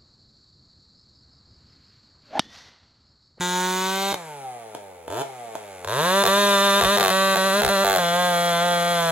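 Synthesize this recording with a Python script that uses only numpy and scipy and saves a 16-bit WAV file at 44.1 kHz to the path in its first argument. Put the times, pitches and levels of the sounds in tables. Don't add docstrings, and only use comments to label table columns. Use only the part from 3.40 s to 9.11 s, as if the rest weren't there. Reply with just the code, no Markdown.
import sys
import numpy as np
from scipy import signal
from scipy.fft import rfft, irfft
from scipy.io import wavfile
from scipy.ndimage import uniform_filter1d, map_coordinates

SR = 44100
rng = np.random.default_rng(int(sys.argv[2]) if len(sys.argv) > 2 else 0)


def persist_wave(psi):
    counts = np.round(np.clip(psi, -1, 1) * 32767).astype(np.int16)
    wavfile.write(sys.argv[1], SR, np.atleast_2d(counts).T)


N = 251811
TIME = np.arange(N) / SR
FULL_HZ = 200

# start in seconds, turns per firing, firings.
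STUMBLES = [(2.828, 2, 1), (2.838, 3, 1), (2.854, 2, 2), (3.402, 2, 2), (3.427, 2, 2), (3.564, 2, 2),
            (3.584, 3, 1), (3.599, 2, 1), (3.619, 2, 8), (3.948, 2, 2), (4.21, 2, 1), (4.22, 3, 4),
            (4.279, 2, 1), (4.438, 2, 14)]
# time in seconds, level in dB.
POPS = [(0.726, -24), (0.742, -22), (1.3486, -31.5), (1.679, -32.5), (2.1526, -29.5), (2.446, -30)]
# time in seconds, firing level at full speed in dB,
# gas hiss re firing in dB before the jet's own gain, extra treble bite in dB.
EFFORT = [(0, -25, -13.5, 8), (.2, -23, -13, 3), (.72, -24.5, -12, 2.5), (1.7, -21.5, -19.5, 2.5),
          (1.81, -22, -18, 3), (2.5, -19, -15.5, -2.5), (3.3, -21.5, -12.5, 4.5), (4.05, -22.5, -13, 1.5),
          (4.8, -19.5, -17.5, -3), (5.03, -19.5, -16.5, -4.5), (5.25, -19, -19.5, -3),
          (5.45, -20.5, -17, -3.5), (5.71, -18.5, -17, -5.5)]
# frequency in Hz, level in dB.
BOOM_COLOUR = [(50, -28), (130, -1.5), (350, -13.5), (560, -3), (720, 1), (900, -3.5), (1400, -27),
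               (6000, -65)]
# frequency in Hz, level in dB.
PUFF_COLOUR = [(50, -8), (120, 6.5), (220, 10), (300, 5), (400, 16.5), (500, 18), (650, 17), (850, 18),
               (1100, 0), (1800, -8), (2300, -4), (4000, -35.5), (9000, -23)]
# frequency in Hz, level in dB.
GAS_COLOUR = [(200, -27), (600, -21), (2600, -3), (3600, 0), (4600, -1.5), (7000, -.5), (9000, -3),
              (11000, 2.5), (13000, -12), (16000, -6)]
BLAST_LAG_S = .0021
FIRING_DB_PER_OCTAVE = 8
OPENING_DB, OPENING_S = -4, .027
SCATTER_DB, RASP_DB = .3, -26
SLOW_SCATTER_DB_PER_OCTAVE, SLOW_RASP_DB_PER_OCTAVE = .7, 5
BANG_DB, BANG_SCATTER_DB, BANG_RASP_DB, BANG_JET_DB, MISS_DB = 3.1, 1.1, -14, .5, -9
BANG_LATE_S, CRACK_DB, CRACK_S, CRACK_HZ = .0008, -9, .0007, 2200
BOOM_DB = -8


def exhaust(turns, hz, jet_db=5.0, jet_s=.0028, bite_hz=1800):
    missed = np.zeros(len(turns), bool)
    for start, every, bangs in STUMBLES:
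        k = np.arange(every * bangs)
        missed[np.searchsorted(turns, start) - 1 + k[k % every > 0]] = True
    bang = np.roll(missed, 1)
    fired = throttle(turns) & ~missed

    turn_hz = np.interp(turns, TIME, hz)
    slow = -octaves(turn_hz)
    scatter_db = np.where(bang, BANG_SCATTER_DB, SCATTER_DB + SLOW_SCATTER_DB_PER_OCTAVE * slow)
    level_db = curves(EFFORT, turns)[0] - FIRING_DB_PER_OCTAVE * slow
    level_db = level_db + scatter_db * rng.standard_normal(len(turns))
    level_db = level_db + OPENING_DB * sum(np.exp(-abs(turns - opens) / OPENING_S) for opens, _ in PULLS[1:])

    pop_s, pop_db = np.transpose(POPS)
    firing_s = turns + BLAST_LAG_S + BANG_LATE_S * bang
    times = np.r_[firing_s[fired], pop_s]
    sizes = undb(np.r_[(level_db + BANG_DB * bang)[fired], pop_db])
    sizes = sizes * np.sqrt(SR / np.interp(times, TIME, hz))
    is_bang = np.r_[bang[fired], np.zeros(len(pop_s))]
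    is_bang_or_pop = np.r_[bang[fired], np.ones(len(pop_s))]

    rasp_db = np.where(bang, BANG_RASP_DB, RASP_DB + SLOW_RASP_DB_PER_OCTAVE * slow)
    rasp = undb(np.r_[rasp_db[fired], np.full(len(pop_s), BANG_RASP_DB)])
    blasts = clicks(times, sizes) + bursts(times, sizes * rasp, decay_s=.002)
    note = chambers(muffler(blasts))
    note = note + (undb(curves(EFFORT)[2]) - 1) * band(note, bite_hz, "high")
    note = band(note, 255, "high", order=4)

    puff_sizes = undb(level_db[missed] + MISS_DB) * np.sqrt(SR / turn_hz[missed])
    puffs = colour(clicks(turns[missed] + BLAST_LAG_S, puff_sizes), PUFF_COLOUR)
    crack = band(bursts(times, sizes * is_bang * undb(CRACK_DB), CRACK_S), CRACK_HZ, "high")
    hiss_db = curves(EFFORT, times)[1] + jet_db + BANG_JET_DB * is_bang
    jet = colour(gas_jet(times, sizes * undb(hiss_db), jet_s), GAS_COLOUR)
    boom = colour(clicks(times, sizes * undb(BOOM_DB) * is_bang_or_pop), BOOM_COLOUR)
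    return off_ground(note + crack + chambers(boom + puffs + jet))


# opening in seconds, shutting in seconds.
PULLS = [(0, .72), (1.691, 1.818), (2.463, 5.72)]


def throttle(at):
    return sum((at >= opens) & (at <= shuts) for opens, shuts in PULLS) > 0


def skipping():
    share = 0
    for start, every, bangs in STUMBLES:
        inside = (TIME >= start) & (TIME < start + every * bangs / FULL_HZ)
        share = share + inside * (1 - 1 / every)
    return share


# time in seconds, crank speed in Hz.
LAST_CUT_SPEED = [(0, 178.1), (.4, 186.4), (.72, 198.3)]
# time in seconds, crank speed in Hz.
NEXT_CUT_SPEED = [(2.68, 180.5), (2.75, 194.7), (2.805, 199), (2.88, 195.8), (2.99, 203.8), (3.1, 200.6),
                  (3.19, 196.9), (3.25, 200), (3.31, 197.1), (3.393, 201.4), (3.46, 192.3), (3.517, 203.3),
                  (3.606, 204.1), (3.67, 193.6), (3.87, 193.4), (4.02, 191), (4.07, 195), (4.11, 190.6),
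                  (4.16, 202), (4.222, 209.5), (4.28, 202), (4.32, 204), (4.37, 194.6), (4.456, 200.2),
                  (4.531, 197.5), (4.634, 174.6), (4.7, 172.8), (4.8, 178.5), (4.87, 177.5), (4.95, 173),
                  (5.08, 173.4), (5.12, 171), (5.18, 170.8), (5.252, 175.4), (5.41, 172.3), (5.51, 173.7),
                  (5.71, 164.3)]
PUSH_HZ_PER_S, FRICTION_HZ_PER_S, POP_KICK_HZ = 562, 76.7, 2.6
OPEN_DRAG_HZ_PER_S, SHUT_DRAG_HZ_PER_S, DRAG_POWER = 254, 500, 6.43
SAG_HZ_PER_S, RECOVER_S = 267, .06


def speed(size=32):
    t, step_s = TIME[::size], size / SR
    held, = curves(LAST_CUT_SPEED + NEXT_CUT_SPEED, t)
    kicks = POP_KICK_HZ * np.bincount(np.searchsorted(t, np.transpose(POPS)[0]), minlength=len(t))
    inputs = throttle(t), held, kicks, skipping()[::size]
    hz, sag, out = held[0], 0, []
    for is_open, limit, kick, skipped in zip(*(c.tolist() for c in inputs)):
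        drag = (OPEN_DRAG_HZ_PER_S if is_open else SHUT_DRAG_HZ_PER_S) * (hz / FULL_HZ) ** DRAG_POWER
        gain = PUSH_HZ_PER_S * is_open - FRICTION_HZ_PER_S - drag
        hz = min(hz + kick + gain * step_s, limit)
        sag += (SAG_HZ_PER_S * skipped - sag / RECOVER_S) * step_s
        out.append(hz - sag)
    return np.interp(TIME, t, out)


def octaves(hz):
    return np.log2(hz / FULL_HZ)


# frequency in Hz, level in dB.
CUT_DEEP = [(200, 2), (365, -1), (550, -8), (720, -28), (790, 3), (910, 1.5), (1090, -7.5), (1290, -8.5),
            (1520, -5.5), (1850, -13), (2150, -15), (2900, -26), (3750, -9.5), (4200, -31), (5400, -25.5),
            (6900, -13), (9000, -39), (16000, -83)]
CUT_LOW = [(200, 0.5), (365, -2.5), (550, -9), (720, -7), (790, 8), (950, -3.5), (1130, -2.5), (1290, -11),
           (1520, -5.5), (1850, -20), (2150, -10), (2900, -20), (3500, -15), (3750, -6), (4100, -21),
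           (5400, -27), (6700, -21.5), (9000, -48), (16000, -66)]
SHIELDED = [(200, -5), (380, -5.5), (460, -7), (560, -11), (684, 3), (760, -20), (840, -3.5), (1120, -14.5),
            (1280, -14.5), (1540, -15.5), (2000, -27), (3000, -26), (3600, -24), (4400, -74), (7000, -29.5),
            (9000, -41), (16000, -62)]
RAISED = [(200, -27.5), (380, 0), (590, -3), (790, -3), (990, 2.5), (1190, -4.5), (1400, -3.5),
          (1600, -3.5), (1800, -7), (2000, -9.5), (2300, -19), (2700, -12), (3100, -19.5), (3400, -12.5),
          (3600, -4.5), (3950, -12), (4600, -31), (6000, -20), (11000, -52), (16000, -48)]
ENTERING = [(200, -20), (380, -1), (580, 1), (770, 2.5), (960, 2), (1160, -5.5), (1350, -2.5), (1550, 1.5),
            (1750, -2), (2350, -15), (2700, -9), (3000, -18), (3650, -7.5), (4050, -7), (4600, -26),
            (7000, -26.5), (11000, -39), (16000, -60)]
BURIED = [(200, -23.5), (342, -27), (360, -12.5), (520, -0.5), (700, 0.0), (870, -1), (1040, -17.5),
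          (1220, -5.5), (1400, -8.5), (1560, -1.5), (1605, -4), (1660, -4), (1730, -7.5), (2250, -15),
          (2800, -21.5), (3300, -8), (3550, -8), (4600, -27), (6500, -20.5), (11000, -44), (16000, -66)]


def muffler(x):
    stances = enumerate((CUT_DEEP, CUT_LOW, SHIELDED, RAISED, ENTERING, BURIED), -1)
    return sum(colour(x * stance_share(k), shape) for k, shape in stances)


STANCE = [(.3, -1), (.62, 0), (.75, 0), (1.3, 1), (2.15, 1), (2.45, 2), (3.4, 2), (3.75, 3), (4.4, 3),
          (4.65, 4)]


def stance_share(k):
    return np.maximum(1 - abs(curves(STANCE)[0] - k), 0)


def shielded():
    return stance_share(1)


# frequency in Hz, width in Hz.
CHAMBERS = [(520, 300), (950, 700), (1500, 1200), (3600, 700), (6500, 900)]


def chambers(x):
    for hz, width in CHAMBERS:
        pole = np.exp((2j * np.pi * hz - np.pi * width) / SR)
        a = np.poly([pole, pole.conjugate()]).real
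        x = signal.lfilter(a[::-1], a, x)
    return x


JET_ALIKE = .42


def gas_jet(times, sizes, decay_s, size=1024):
    spurt = rng.standard_normal(size) * np.exp(-TIME[:size] / decay_s)
    alike = signal.fftconvolve(clicks(times, sizes), spurt / np.linalg.norm(spurt))[:N]
    return np.sqrt(JET_ALIKE) * alike + np.sqrt(1 - JET_ALIKE) * bursts(times, sizes, decay_s)


# time in seconds, echo delay in seconds.
GROUND_ECHO = [(0, .00207), (.4, .00203), (.7, .00188), (1.3, .0024), (1.8, .0023), (2.45, .00184),
               (3, .001653), (3.5, .00164), (4.1, .001475), (4.7, .00145), (5.7, .00148)]
GROUND_ECHO_DB = -14
BODY_S, SWAY_S, SWAY_HZ, BODY_DB = .0031, .00007, 7, -17


def off_ground(x):
    knots = np.arange(0, TIME[-1] + 1, 1 / SWAY_HZ)
    sway = np.interp(TIME, knots, rng.standard_normal(len(knots)))

    def late(delay_s):
        return map_coordinates(x, [(TIME - delay_s) * SR])

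    log = undb(GROUND_ECHO_DB) * late(curves(GROUND_ECHO)[0])
    body = undb(BODY_DB) * late(BODY_S + SWAY_S * sway)
    return x + log + body


# time in seconds, pumping at full speed in dB, chain rattle at full speed in dB.
SWING = [(.85, -37.5, -42), (1.5, -31, -45.5), (1.9, -36, -44), (2.4, -28, -37.5)]
PUFF_DB_PER_OCTAVE = 13


def pumping(turns, hz):
    level_db = curves(SWING)[0] + PUFF_DB_PER_OCTAVE * octaves(hz)
    sizes = undb(rng.standard_normal(len(turns)))
    flutter = bursts(turns, sizes * undb(-13), decay_s=.005)
    puffs = chambers(colour(clicks(turns, sizes) + flutter, PUFF_COLOUR))
    return undb(level_db) * puffs * np.sqrt(SR / hz)


DRONE_DB, DRONE_DB_PER_OCTAVE, UNFIRED_DB, SHIELDED_DRONE_DB = -31, 7, -13.5, -5


def intake(crank, hz, settle_s=.0039, low_cut_db=-3.0):
    firing = uniform_filter1d(throttle(TIME) * (1. - skipping()), int(settle_s * SR))
    level_db = DRONE_DB + DRONE_DB_PER_OCTAVE * octaves(hz) + UNFIRED_DB * (1 - firing)
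    level_db = level_db + low_cut_db * stance_share(0) + SHIELDED_DRONE_DB * shielded()
    return undb(level_db) * unit(np.sin(2 * np.pi * crank))


# time in seconds, level in dB.
WHINE_LAST_CUT = [(0.0, -66), (0.158, -52), (0.42, -33), (0.556, -36), (0.62, -58), (0.7, -50)]
WHINE_COASTING = [(.78, -52), (.9, -40), (1.08, -35), (1.2, -46), (1.32, -57), (1.65, -44.5), (1.84, -37),
                  (1.91, -48.5), (2.03, -40), (2.2, -58), (2.32, -48), (2.46, -41)]
WHINE_ENTERING = [(2.72, -35), (2.828, -35), (2.898, -29), (2.996, -32), (3.14, -29), (3.502, -28),
                  (3.538, -30.5), (3.81, -27), (4.166, -31.5), (4.196, -43), (4.39, -33), (4.5, -35.5)]
WHINE_BURIED = [(4.62, -33.5), (4.688, -44), (4.796, -28.5), (4.86, -30), (5.02, -55), (5.154, -32),
                (5.48, -57), (5.608, -30.5), (5.7, -34)]
# frequency in Hz, level in dB.
CHAIN_COLOUR = [(200, -14), (600, -8.5), (1150, 15), (1520, 11), (1850, 6), (2250, 10.5), (2850, 3.5),
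                (3350, 4.5), (5000, -2.5), (7500, 3.5), (11000, 2), (13000, -12), (16000, -19)]
RATTLE_DB_PER_OCTAVE = 6.5
TICK_DB, LINK_PLAY_S, TOOTH_ERROR_S = 4, 3e-5, 1.6e-4


def chain(crank, hz, count=6, wobble_db=5):
    teeth = count * crank
    whine_db, = curves(WHINE_LAST_CUT + WHINE_COASTING + WHINE_ENTERING + WHINE_BURIED)
    whine = undb(whine_db) * unit(np.sin(2 * np.pi * teeth))

    links = np.arange(int(teeth[-1]))
    force = undb(wobble_db * np.cos(2 * np.pi * links / count))
    tooth_error_s = TOOTH_ERROR_S * rng.standard_normal(count)
    play_s = LINK_PLAY_S * rng.standard_normal(len(links))
    times = np.interp(links, teeth, TIME) + tooth_error_s[links % count] + play_s
    hits = bursts(times, force, decay_s=.0034) + clicks(times, force * undb(TICK_DB))
    rattle_db = curves(SWING)[1] + RATTLE_DB_PER_OCTAVE * octaves(hz)
    return whine + undb(rattle_db) * unit(colour(hits, CHAIN_COLOUR))


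# frequency in Hz, phase of the left channel against the right in radians.
STEREO_PHASE = [(0, 0), (1890, -1.0), (2760, -0.53), (4130, -1.81), (5510, -2.5), (7150, -0.95), (8350, -3),
                (9560, -5), (10700, -4.5), (12300, -7.5), (12700, -12), (14400, -24), (15000, -10),
                (16600, -11)]
# time in seconds, extra lead of the left channel in seconds.
LEFT_LEAD = [(.2, 4e-5), (.7, 2e-5), (1.1, -1.5e-5), (2, 0)]
# delay in seconds, left level in dB, right level in dB.
ECHOES = [(.0068, -20, -17), (.0137, -17, -19)]
SHIELDED_TAIL_DB = 7


def yard(saw, tail_db=-14, t60_s=.29, tail_hz=12000, size=16384):
    hz, radians = np.transpose(STEREO_PHASE)
    turned = np.exp(1j * np.interp(np.fft.rfftfreq(2 * N, 1 / SR), hz, radians))
    left = irfft(rfft(saw, 2 * N) * turned)[:N]
    left = map_coordinates(left, [(TIME + curves(LEFT_LEAD)[0]) * SR], order=5)
    out = np.array([left, saw])
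    for delay_s, *sides_db in ECHOES:
        out = out + undb(sides_db)[:, None] * np.interp(TIME - delay_s, TIME, saw, left=0)

    t = TIME[:size]
    tail = band(rng.standard_normal((2, size)), tail_hz, "low", order=1)
    tail = tail * undb(-60 * t / t60_s) * (t > .004)
    tail = band(tail, 220, "high", order=1)
    tail = tail / np.linalg.norm(tail, axis=1, keepdims=True)
    scattered = saw * undb(tail_db + SHIELDED_TAIL_DB * shielded())
    return out + signal.fftconvolve(scattered[None], tail, axes=1)[:, :N]


# frequency in Hz, level in dB.
AIR_COLOUR = [(25, -40), (60, -15), (120, -33), (300, -22), (1000, -9), (4000, -45), (16000, -2)]
# centre in seconds, level in dB, half length in seconds.
GUSTS = [(0.748, -44, 0.018), (2.877, -43, 0.023), (3.452, -26, 0.025), (3.631, -51, 0.076),
         (4.267, -33, 0.036), (4.479, -41, 0.031)]
GUST_LOW_HZ = 42


def air(floor_db=-62, gust_hz=75, apart=1.0):
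    floor = np.array([colour(rng.standard_normal(N), AIR_COLOUR) for _ in range(2)])
    swell = sum(undb(db) * np.exp(-((TIME - s) / half_s) ** 2) for s, db, half_s in GUSTS)
    noise = rng.standard_normal(N) + apart * rng.standard_normal((2, N))
    rumble = band(band(noise, gust_hz, "low"), GUST_LOW_HZ, "high")
    return undb(floor_db) * floor + swell * unit(rumble)


def undb(db):
    return 10 ** (np.asarray(db) / 20)


def unit(x):
    return x / np.sqrt(np.mean(x ** 2))


def curves(rows, at=TIME):
    s, *columns = np.transpose(rows)
    return [np.interp(at, s, c) for c in columns]


def colour(x, points, size=4096):
    hz, db = np.transpose(points)
    bins = np.maximum(np.fft.rfftfreq(size, 1 / SR), 1)
    gain = undb(np.interp(np.log(bins), np.log(hz), db))
    cepstrum = irfft(np.log(gain))
    cepstrum[1:size // 2] *= 2
    cepstrum[size // 2 + 1:] = 0
    response = irfft(np.exp(rfft(cepstrum)))
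    return signal.fftconvolve(x, response / np.linalg.norm(response))[:N]


def band(x, hz, kind, order=2):
    return signal.sosfiltfilt(signal.butter(order, hz, kind, fs=SR, output="sos"), x)


def clicks(times, sizes):
    out = np.zeros(N)
    taps = (times * SR).astype(int)[:, None] + np.arange(-7, 9)
    offset = taps - times[:, None] * SR
    pulses = sizes[:, None] * np.sinc(offset) * np.sinc(offset / 8)
    np.add.at(out, np.clip(taps, 0, N - 1), pulses)
    return out


def bursts(times, sizes, decay_s, size=2048):
    shape = np.exp(-2 * TIME[:size] / decay_s)
    starts = np.bincount(np.clip(times * SR, 0, N - 1).astype(int), sizes ** 2, N)
    power = signal.fftconvolve(starts, shape / shape.sum())[:N]
    return np.sqrt(np.abs(power)) * rng.standard_normal(N)


JITTER_S = 4.5e-6


def scene():
    hz = speed()
    crank = np.cumsum(hz) / SR
    turns = np.interp(np.arange(1, int(crank[-1])), crank, TIME)
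    turns = turns + JITTER_S * rng.standard_normal(len(turns))
    saw = exhaust(turns, hz) + pumping(turns, hz) + intake(crank, hz) + chain(crank, hz)
    return yard(saw) + air()


TOP_HZ = 15850


def record(dry):
    dry = signal.sosfilt(signal.butter(2, 32, "high", fs=SR, output="sos"), dry)
    return signal.sosfilt(signal.ellip(10, .2, 80, TOP_HZ, fs=SR, output="sos"), dry)


dry = scene()
out = record(dry)
persist_wave(out)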